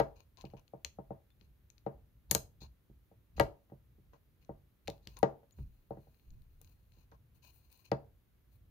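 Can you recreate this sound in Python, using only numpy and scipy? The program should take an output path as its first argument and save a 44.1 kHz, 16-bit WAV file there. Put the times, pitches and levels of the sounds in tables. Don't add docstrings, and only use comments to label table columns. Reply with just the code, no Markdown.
import sys
import numpy as np
from scipy import signal
from scipy.fft import rfft, irfft, next_fast_len
from scipy.io import wavfile
from scipy.ndimage import uniform_filter1d

SR = 44100
rng = np.random.default_rng(int(sys.argv[2]) if len(sys.argv) > 2 else 0)


def to_linear_factor(level_db):
    exponent = np.asarray(level_db, float) / 20
    return 10 ** exponent


def inscribe(sig):
    pcm = np.round(np.clip(np.atleast_2d(sig).T, -1, 1) * 32767)
    wavfile.write(sys.argv[1], SR, pcm.astype(np.int16))


N = 383669

# centre in Hz, width in Hz, level in dB.
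PART_RINGS = [(2540, 160, 0), (3150, 2200, -15), (2780, 200, -1), (2300, 200, -9)]
# centre in Hz, width in Hz, level in dB.
UPPER_RINGS = [(4080, 330, 0), (4800, 500, -12), (3700, 300, -9), (4330, 200, -3)]
# centre in Hz, width in Hz, level in dB.
PORT_RINGS = [(6600, 450, -2), (6230, 1500, -10.5)]
PORT_PAN_DB = 8.5


def unit(x):
    return x / np.sqrt(np.mean(x ** 2))


def sides(pan_db):
    return to_linear_factor(np.array([pan_db, -pan_db]) / 2)[:, None]


def add(out, s, sound):
    i = max(int(s * SR), 0)
    out[:, i:i + sound.shape[1]] += sound[:, :N - i]


def bandpass(x, order, low_hz, high_hz):
    return signal.sosfilt(signal.butter(order, [low_hz, high_hz], "bandpass", fs=SR, output="sos"), x)


def decay(t, t60):
    return np.exp(-np.log(1000) * t / t60)


def resonate(x, modes):
    def ringing(v):
        total = 0
        for k, (hz, width, db) in enumerate(modes):
            b, a = signal.iirpeak(hz, hz / width, SR)
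            total = total + (-1) ** k * to_linear_factor(db) * signal.lfilter(b, a, v)
        return total
    return ringing(x) / np.sqrt(np.sum(ringing(signal.unit_impulse(4096)) ** 2))


def coloured(points, likeness):
    size = 2 * next_fast_len(N // 2 + 1)
    log_hz = np.log(np.arange(size // 2 + 1) * SR / size + 1)

    def read(table):
        hz, value = np.transpose(table)
        return np.interp(log_hz, np.log(hz), value)

    mid, side = rfft(rng.standard_normal((2, size)))
    alike = np.clip(read(likeness), 0, 1)
    mid, side = mid * np.sqrt(1 + alike), side * np.sqrt(1 - alike)
    noise = irfft(to_linear_factor(read(points)) * np.array([mid + side, mid - side]), size)
    return unit(noise[:, :N])


def walk(rate):
    k = int(SR / rate)
    return uniform_filter1d(np.repeat(rng.standard_normal(N // k + 1), k), k)[:N]


def swells(rows, rest_db):
    t = np.arange(0, N / SR, .002)
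    power = to_linear_factor(2 * rest_db)
    for s, db, rise, fade in rows:
        away = np.maximum((s - t) / rise, (t - s) / fade)
        power = power + to_linear_factor(2 * (db - 20 * away))
    return np.interp(np.arange(N) / SR, t, np.sqrt(power))


def floor():
    # frequency in Hz, level in dB per Hz.
    rumble_colour = [(22, -24), (38, -7), (55, 1), (85, -5), (125, -8.5), (200, -22.5), (400, -41),
                     (2000, -96.5)]
    # peak in seconds, level in dB, rise and fade over 20 dB in seconds.
    jolts = [(0.0, -50, 0.042, 0.22), (.55, -59, .45, 0.17), (.87, -57, 0.094, 0.073),
             (.99, -63, 0.11, 0.16), (1.11, -58.5, 0.13, 0.18), (1.5, -62, 0.37, 0.15),
             (1.65, -62, 0.049, 0.055), (1.98, -62.5, 0.53, 0.42), (2.15, -63, 0.041, .18),
             (2.34, -42.5, 0.065, 0.14), (2.64, -54, .12, 0.17), (2.91, -65, 0.035, .4),
             (3.17, -63, 0.1, .2), (3.41, -37, 0.06, 0.094), (3.8, -67.5, 0.19, 0.81),
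             (4.09, -65, 0.64, .3), (4.53, -61, 0.35, 0.31), (4.89, -52.5, 0.057, 0.13),
             (5.09, -59, 0.19, 0.62), (5.27, -56, 0.28, 0.089), (5.61, -44, 0.05, 0.13),
             (5.97, -58, 0.17, 0.27), (6.3, -54.5, 0.082, 0.35), (6.62, -61.5, 0.14, 0.57),
             (7.0, -63.5, 0.23, 0.089), (7.15, -63, 0.36, 1.2), (7.92, -55, 0.052, 0.36),
             (8.38, -71.5, 0.17, .6), (8.56, -63, .1, 1.2)]
    # frequency in Hz, level in dB per Hz.
    heave_colour = [(15, -11), (30, 1), (45, -3), (70, -26.5), (200, -81)]
    # peak in seconds, level in dB, rise and fade over 20 dB in seconds.
    heaves = [(3.41, -47.5, 0.039, 0.1), (5.62, -48.5, 0.027, 0.17), (6.3, -52.5, 0.037, 0.39),
              (6.48, -60.5, 0.11, 0.21)]
    # frequency in Hz, level in dB per Hz.
    shed_air = [(70, -10), (120, 2.5), (250, -4.5), (500, -11), (800, -17.5), (1500, -19), (4000, -25)]
    # frequency in Hz, level in dB per Hz.
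    hiss = [(5200, -30), (6900, -29.5), (7700, -34.5), (10000, -28), (13500, -22.5), (15600, -23),
            (16100, -60.5)]
    # frequency in Hz, left-right likeness from 0 to 1.
    air_likeness = [(60, 0.9), (130, 0), (290, 0.74), (640, 0.02), (1410, 0.2), (3100, 0), (6820, 0.3),
                    (15000, 0.6)]
    rest_db = -79.5
    frame_likeness = [(60, 0.93), (300, 1.0)]
    rumble = to_linear_factor(1.8) * coloured(rumble_colour, frame_likeness) * swells(jolts, rest_db)
    heaving = coloured(heave_colour, frame_likeness) * swells(heaves, rest_db - 19.5)
    return rumble + heaving + to_linear_factor(-75) * coloured(shed_air + hiss, air_likeness)


def ring(modes, rise_cycles, chance):
    lag_ms = np.array([[0], [0.27]])
    t = np.maximum(np.arange(SR // 5) / SR - lag_ms / 1000, 0)
    neighbours, scatter_db = .25, 4
    out = 0
    for (hz, db, t60, pan_db, way), c in zip(modes, chance):
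        swell = (1 - np.exp(-t * hz / max(rise_cycles, .05))) ** 2 * decay(t, t60)
        main = np.sign(way) * np.sin(2 * np.pi * hz * (1 + 0.01 * c[0]) * t)
        under = c[2:4, None] * np.sin(2 * np.pi * hz * (.94 + 0.016 * c[4]) * t)
        over = c[5:7, None] * np.sin(2 * np.pi * hz * (1.6 + 0.014 * c[7]) * t)
        trio = main + neighbours * (under + over)
        out = out + to_linear_factor(db + scatter_db * c[1]) * sides(pan_db) * swell * trio
    return out / np.abs(out.mean(0)).max()


def shiver(noise, low_hz, high_hz, db, t60):
    t = np.arange(noise.shape[1]) / SR
    band = unit(bandpass(noise, 3, low_hz, high_hz))
    return to_linear_factor(db) * band * np.clip(t / .004, 0, 1) * decay(t, t60)


def knocks():
    # start in seconds, level in dB, boom and edge re level in dB,
    # left minus right in dB.
    padded = [(0.0, -17, -11, -14.5, 8), (0.44, -42, 4, -31, 4.5), (0.535, -43, -1, -34, 3.5),
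              (0.735, -39, -5.5, -36, 7), (0.986, -37.5, -1.5, -35, 4.5), (1.106, -34.5, -2.5, -31.5, 6.5),
              (1.864, -28, -5, -22.5, 8), (2.617, -55, 8, -11, 3.5), (2.896, -65, 15, -26.5, 1),
              (3.114, -56, -3.5, -33, 3.5), (3.3978, -21.5, -12.5, -5.5, 10.5),
              (3.4009, -16.5, -7.5, -16.5, 9), (3.719, -47.5, 5, -37, 1), (3.982, -71.5, 15.5, -18, -1.5),
              (4.492, -37, -1, -27.5, 5), (4.882, -31.5, -7, -28, 6), (5.229, -15, -8, -17, 10),
              (5.907, -32.5, -4.5, -38.5, 5.5), (5.97, -49, 5.5, -20.5, 3.5), (7.917, -20.5, -5, -16, 5.5)]
    # start in seconds, level in dB, boom and edge re level # in dB, left minus
    # right in dB.
    more_knocks = [(.848, -52, -6, -4, 5), (3.379, -40, -1.5, -12, 4), (5.43, -59, -8, -15, 3),
                   (6.07, -59, -4, -20, 2), (6.97, -71, 9, -12, 2)]
    # start in seconds, level in dB, boom re level in dB,
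    # left minus right in dB.
    taps = [(1.413, -74, 15.5, 1), (2.312, -33.5, 1, 4.5), (2.349, -27, -6, 3), (3.697, -66.5, -11.5, 13),
            (4.132, -56.5, -6.5, 2), (5.069, -58, 9.5, 5), (5.585, -58, 12.5, 0), (6.611, -68.5, 1.5, 14),
            (7.118, -55, -5.5, 0.5)]
    # frequency in Hz, level in dB, t60 in seconds,
    # left minus right in dB, way it moves at the blow (1 out, -1 in).
    boom_modes = [(136.8, -4.5, 0.21, -1.5, -1), (184.1, 2, 0.08, -3, -1), (258.5, -13.5, .08, 0, 1),
                  (326.7, -9.5, 0.11, -3.5, -1), (400.5, -11, .1, 0, 1)]
    # frequency in Hz, level in dB, t60 in seconds,
    # left minus right in dB, way it moves at the blow (1 out, -1 in).
    body_modes = [(318.4, -13.5, 0.099, -4, -1), (455.8, 0, 0.1, 3, 1), (571.6, -4, 0.14, -1.5, -1),
                  (640, -3, 0.089, 3.5, -1), (794.4, -3, 0.054, 12, 1), (720, -9, .02, 5.5, -1)]
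    # frequency in Hz, level in dB, t60 in seconds,
    # left minus right in dB, way it moves at the blow (1 out, -1 in).
    edge_modes = [(925, -2, 0.064, -7.5, 1), (1000, -3, 0.048, -0.5, -1), (1197, -2.5, 0.072, 7, 1),
                  (1375, -10, 0.14, 2, -1), (1611.5, -7.5, 0.11, 1.5, 1), (1700, -13.5, 0.083, 2, -1)]
    # low edge in Hz, high edge in Hz, level in dB, t60 in seconds.
    panel_bands = [
        (250, 820, -20, .26),
        (1181, 3400, -5.5, 0.044),
        (810, 1800, -31, .22),
        (2000, 4900, -21.5, 0.076),
    ]
    tap_edge_db, frame_pan_db, own_share = -6.5, -3.5, .35

    bare = [(s, db, boom_db, tap_edge_db, pan_db) for s, db, boom_db, pan_db in taps]
    rows = sorted(padded + bare) + more_knocks
    frame = rng.standard_normal((3, 6, 8))
    frame[..., :2] = 0
    panels = rng.standard_normal((len(panel_bands), 2, SR // 5))
    chance = frame + own_share * rng.standard_normal((len(rows), 3, 6, 8))
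    out = np.zeros((2, N))
    for (s, db, boom_db, edge_db, pan_db), c in zip(rows, chance):
        rise_cycles = .3 - .003 * db
        body = ring(body_modes, rise_cycles, c[0])
        body = body + to_linear_factor(edge_db) * ring(edge_modes, 1.3 * rise_cycles, c[1])
        noise = panels + 2 * own_share * rng.standard_normal(panels.shape)
        for band_noise, band, edge_share in zip(noise, panel_bands, [0, 1.4, 0.35, 1.1]):
            body = body + to_linear_factor(edge_share * edge_db) * shiver(band_noise, *band)
        alike = c[2][:, [0, 1, 2, 2, 4, 5, 5, 7]]
        boom = to_linear_factor(boom_db - 1.5) * ring(boom_modes, .55, alike)
        add(out, s - .0002, to_linear_factor(db + 1.5) * (sides(pan_db + frame_pan_db) * body + boom))
    return out


def port_edges():
    under = signal.butter(6, 7050, "low", fs=SR, output="sos")
    over = signal.butter(6, 7850, "high", fs=SR, output="sos")
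    return under, over


def clicks():
    # start in seconds, energy in dB,
    # port ring and top re level in dB, left minus right in dB.
    snaps = [(0.0, -21, -5.5, -4.5, -10), (0.411, -34, -3, -19.5, 32), (0.4525, -36.5, -15, -17, 25),
             (0.8475, -15, 1, -11.5, 13.5), (1.7015, -44, 10, -3, 26), (2.3116, -10, 11, 4, 14.5),
             (2.3144, -12, -21, 10, 7), (2.3494, -7.5, 7, 3, 12.5), (2.379, -38, -4, 9, 14.5),
             (3.369, -42.5, -23, -17, -6), (3.398, -7, -32.5, -10, 5), (3.4097, -24.5, 1.5, -13.5, 13.5),
             (4.8747, -27.5, -27, -13.5, 2.5), (4.8794, -19, -6.5, -16.5, 10),
             (4.9005, -27.5, -7.5, -9.5, 7), (5.0728, -24.5, -9, -13.5, 10.5), (5.169, -35.5, 5, -14, 12.5),
             (5.2298, -20.5, -3, -16.5, 26), (7.9162, -21, -11, -19, 15)]
    # start in seconds, energy in dB, port ring
    # and top re level in dB.
    ticks = [(0.3717, -40.5, -3, -18.5), (0.419, -44, 0, -4), (0.5015, -48, -33, -12),
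             (0.5686, -49, -30, -13), (0.5796, -57, -20, -15), (0.5953, -56, 6, 5),
             (0.6793, -46.5, -3, -13), (1.3042, -51, -19, -7), (1.4115, -42.5, -21.5, -31.5),
             (1.7808, -44.5, -3, -15), (1.8638, -49, -19.5, -14), (3.4349, -45, 3, -3.5),
             (4.4265, -53.5, -13.5, -7.5), (4.448, -54, 3, -11.5), (4.9799, -54, -8.5, -5.5),
             (5.1896, -46, -4, 13.5), (5.5093, -53, -3.5, 1), (5.907, -55.5, -13, -5.5),
             (6.1447, -53, -24, -12), (6.1968, -53.5, -16.5, -13), (6.305, -52.5, 7, -9.5),
             (6.42, -55.5, -15.5, 2), (6.6152, -49.5, 7.5, 14.5), (6.646, -49, 5, -8),
             (6.675, -50.5, -12.5, -20), (6.9208, -51, -6.5, -16), (7.1158, -55.5, 2, -17),
             (7.7268, -51.5, 0.5, 9.5), (7.775, -62, -2.7, 15), (7.8555, -52, -3, 6.5),
             (.378, -48, -1.5, -16), (.385, -47.5, -10, -15), (.3935, -53, -5, -16), (0.398, -57, 1, -12),
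            (.4145, -45, -5, -11), (0.425, -49, -15, -15), (.4595, -55, -15, -17.5), (.47, -56, -15, -15),
            (.5375, -56, -13, -12), (.575, -60, 10, -10), (3.378, -44, -13, -14.5), (3.3855, -46, 1, -7.5),
            (3.4008, -22, -3.5, -5.5), (7.4312, -60, -5, 7), (7.45, -47.5, -10, -0.5),
            (7.7166, -62.5, -3, 9), (7.7999, -56.5, -11, -0.5)]
    # centre in Hz, width in Hz, level in dB.
    top_rings = [(9040, 6000, -4.5), (12700, 2600, -0.5), (15100, 560, -2), (14600, 630, 0)]
    chatter_ms, first_contact = 0.7, 4.8

    out, t = np.zeros((2, N)), np.arange(1024) / SR
    under, over = port_edges()

    def energy(v, db):
        return to_linear_factor(db) * unit(v) / np.sqrt(len(t))

    light = [(*row, 21 - 0.74 * row[3]) for row in ticks]
    rows = sorted(snaps + light)
    fade = np.exp(-1000 * t / chatter_ms) + .18 * np.exp(-t / 0.0042)
    for (s, db, port_db, top_db, pan_db), c in zip(rows, rng.standard_normal((len(rows), 3, 1024))):
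        hz = 3640 + 39.5 * port_db
        chatter = c[0] + first_contact * (t == 0) + 0.044 * c[1:]
        burst = chatter * fade * sides(pan_db)
        wide = energy(bandpass(burst, 2, hz / 1.7, hz * 1.3), db - 1.0)
        upper = energy(resonate(burst, UPPER_RINGS), db - 9.0)
        soft_db = db - 9.5 - 3.3 * max(db + 41.5, 0)
        soft = energy(resonate(burst, PART_RINGS + UPPER_RINGS), soft_db)
        port = energy(sides(PORT_PAN_DB) * resonate(burst, PORT_RINGS), db + port_db - .5)
        top = energy(signal.sosfilt(over, resonate(burst, top_rings)), db + top_db - .5)
        add(out, s, top + signal.sosfilt(under, wide + upper + soft + port))
    return out


def shed(x):
    # centre in Hz, t60 in seconds, level in dB.
    echo_bands = [(149, .34, -16.5), (473, .32, -12), (1480, .17, -14), (4050, .21, -12.5),
                  (7900, .19, -15), (13656, .22, -13.5)]
    t, tail = np.arange(SR // 2) / SR, 0
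    for hz, t60, db in echo_bands:
        mid, side = rng.standard_normal((2, len(t))) / np.sqrt(2)
        echoes = mid + min(hz / 900, 1) * side * [[1], [-1]]
        fade = decay(t, t60) + to_linear_factor(-24.5) * decay(t, 0.92 * t60)
        fade = fade * np.clip(t / 0.0078, 0, 1)
        band = bandpass(echoes, 2, hz / 1.8, min(hz * 1.8, 17000))
        tail = tail + to_linear_factor(db) * band * fade / np.sqrt(np.sum(fade ** 2))
    return signal.fftconvolve(x.mean(0)[None], tail, axes=1)[:, :N]


def rubs():
    # start in seconds, length in seconds, level in dB,
    # low and upper ring re level in dB.
    drags = [(0.155, 0.087, -74, 0, 2), (0.371, 0.07, -69.5, 5, -1.5), (0.45, 0.023, -61.5, -10, -26),
             (0.5, 0.032, -74, -5, -16), (0.565, 0.04, -66.5, 2, -26), (1.395, 0.079, -82, -5, 3.5),
             (2.296, 0.015, -74, 8, 11), (2.604, 0.036, -67, -1.5, 12), (2.632, 0.04, -69.5, 4, 6.5),
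             (3.364, 0.031, -62, -9, 2), (4.125, 0.051, -78, 11.5, -1), (4.41, 0.04, -78, -4, -2.5),
             (4.854, 0.02, -80.5, -12, 4), (5.02, 0.055, -85, -9, 12), (5.163, 0.034, -68.5, 7, 4),
             (7.419, 0.11, -68, -6, 0.5), (7.842, 0.054, -69, -13.5, -3), (7.113, 0.053, -83.5, 18, 0),
             (7.712, 0.11, -92, -14, 11)]
    # start in seconds, length in seconds, level in dB,
    # top re level in dB.
    brushes = [(5.081, 0.099, -74.5, 0), (5.56, 0.077, -82.5, 4), (6.616, 0.13, -83, 4.5),
               (6.917, 0.15, -81, -2.5), (7.345, 0.055, -83.5, 6.5), (7.433, 0.096, -83, 13),
               (7.524, 0.078, -78.5, 12), (7.59, 0.12, -82, 4.5), (7.693, 0.2, -80, 4.5),
               (7.788, 0.045, -82, 5), (8.51, 0.069, -86, 10), (0.402, 0.17, -87.5, 4),
               (4.876, .12, -87, 9), (5.486, 0.47, -90, 6), (5.895, 0.66, -88, 5), (6.49, 0.56, -91, 7.5),
               (7.711, .04, -83, 13)]
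    # centre in Hz, width in Hz, level in dB.
    hose_rings = [(1050, 130, 0.6), (550, 950, -6.5), (1660, 570, -11)]
    # centre in Hz, width in Hz, level in dB.
    fizz = [(9500, 2000, -7.5), (13400, 1500, -2), (15100, 1100, 2)]
    rub_pan_db, brush_low_db, brush_upper_db = 10, -3, 2.5

    parts, upper, port, top, hose = np.zeros((5, 2, N))
    under, over = port_edges()
    grain_db = 2.2 * rng.exponential(size=N) + 2.5 * walk(120)
    grain = unit(rng.standard_normal((2, N)) * to_linear_factor(grain_db))
    rows = [(s, length, db, -9 + .4 * upper_db, low_db, upper_db) for s, length, db, low_db, upper_db in drags]
    rows += [(*row, brush_low_db, brush_upper_db) for row in brushes]
    for s, length, db, top_db, low_db, upper_db in rows:
        i, n = int(s * SR), int(length * SR)
        stroke = np.sin(np.pi * (np.arange(n) / n) ** 0.6) ** 0.7
        drag = to_linear_factor(-5.0) * grain[:, i:i + n] * stroke * sides(rub_pan_db)
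        add(parts, s, to_linear_factor(db) * drag)
        add(upper, s, to_linear_factor(db + upper_db - 1.5) * drag)
        add(port, s, to_linear_factor(db + upper_db / 2 - 7.5) * drag)
        add(top, s, to_linear_factor(db + top_db + 1.4) * drag)
        add(hose, s, to_linear_factor(db + low_db + 2.5) * drag)
    below = resonate(parts, PART_RINGS) + resonate(upper, UPPER_RINGS) + resonate(hose, hose_rings)
    below = below + sides(PORT_PAN_DB) * resonate(port, PORT_RINGS)
    return signal.sosfilt(over, resonate(top, fizz)) + signal.sosfilt(under, below)


def squeaks():
    # start in seconds, length in seconds, pitch in Hz, level in dB, left minus right in dB.
    notes_sung = [(1.303, .03, 3550, -77, 5), (5.168, .055, 960, -62, 3), (5.522, .014, 6800, -67, 8),
                  (5.187, .005, 10600, -57, 5)]
    out, waver = np.zeros((2, N)), walk(270)
    for s, length, hz, db, pan_db in notes_sung:
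        i, n = int(s * SR), int(length * SR)
        pitch = hz * (1 + 0.022 * waver[i:i + n])
        note = np.sin(2 * np.pi * np.cumsum(pitch) / SR)
        level = to_linear_factor(db + 3.5 * waver[i - n:i]) * np.sin(np.pi * (np.arange(n) / n) ** .5)
        add(out, s, sides(pan_db) * level * note)
    return out


def scene():
    near = knocks() + clicks() + rubs() + squeaks()
    return near + shed(near) + floor()


def low_pass(x):
    return signal.sosfilt(signal.butter(12, 16590, fs=SR, output="sos"), x)


def record(dry):
    cut = signal.sosfilt(signal.cheby1(8, .5, 15750, fs=SR, output="sos"), dry)
    return low_pass(cut)


dry = scene()
out = record(dry)
inscribe(out)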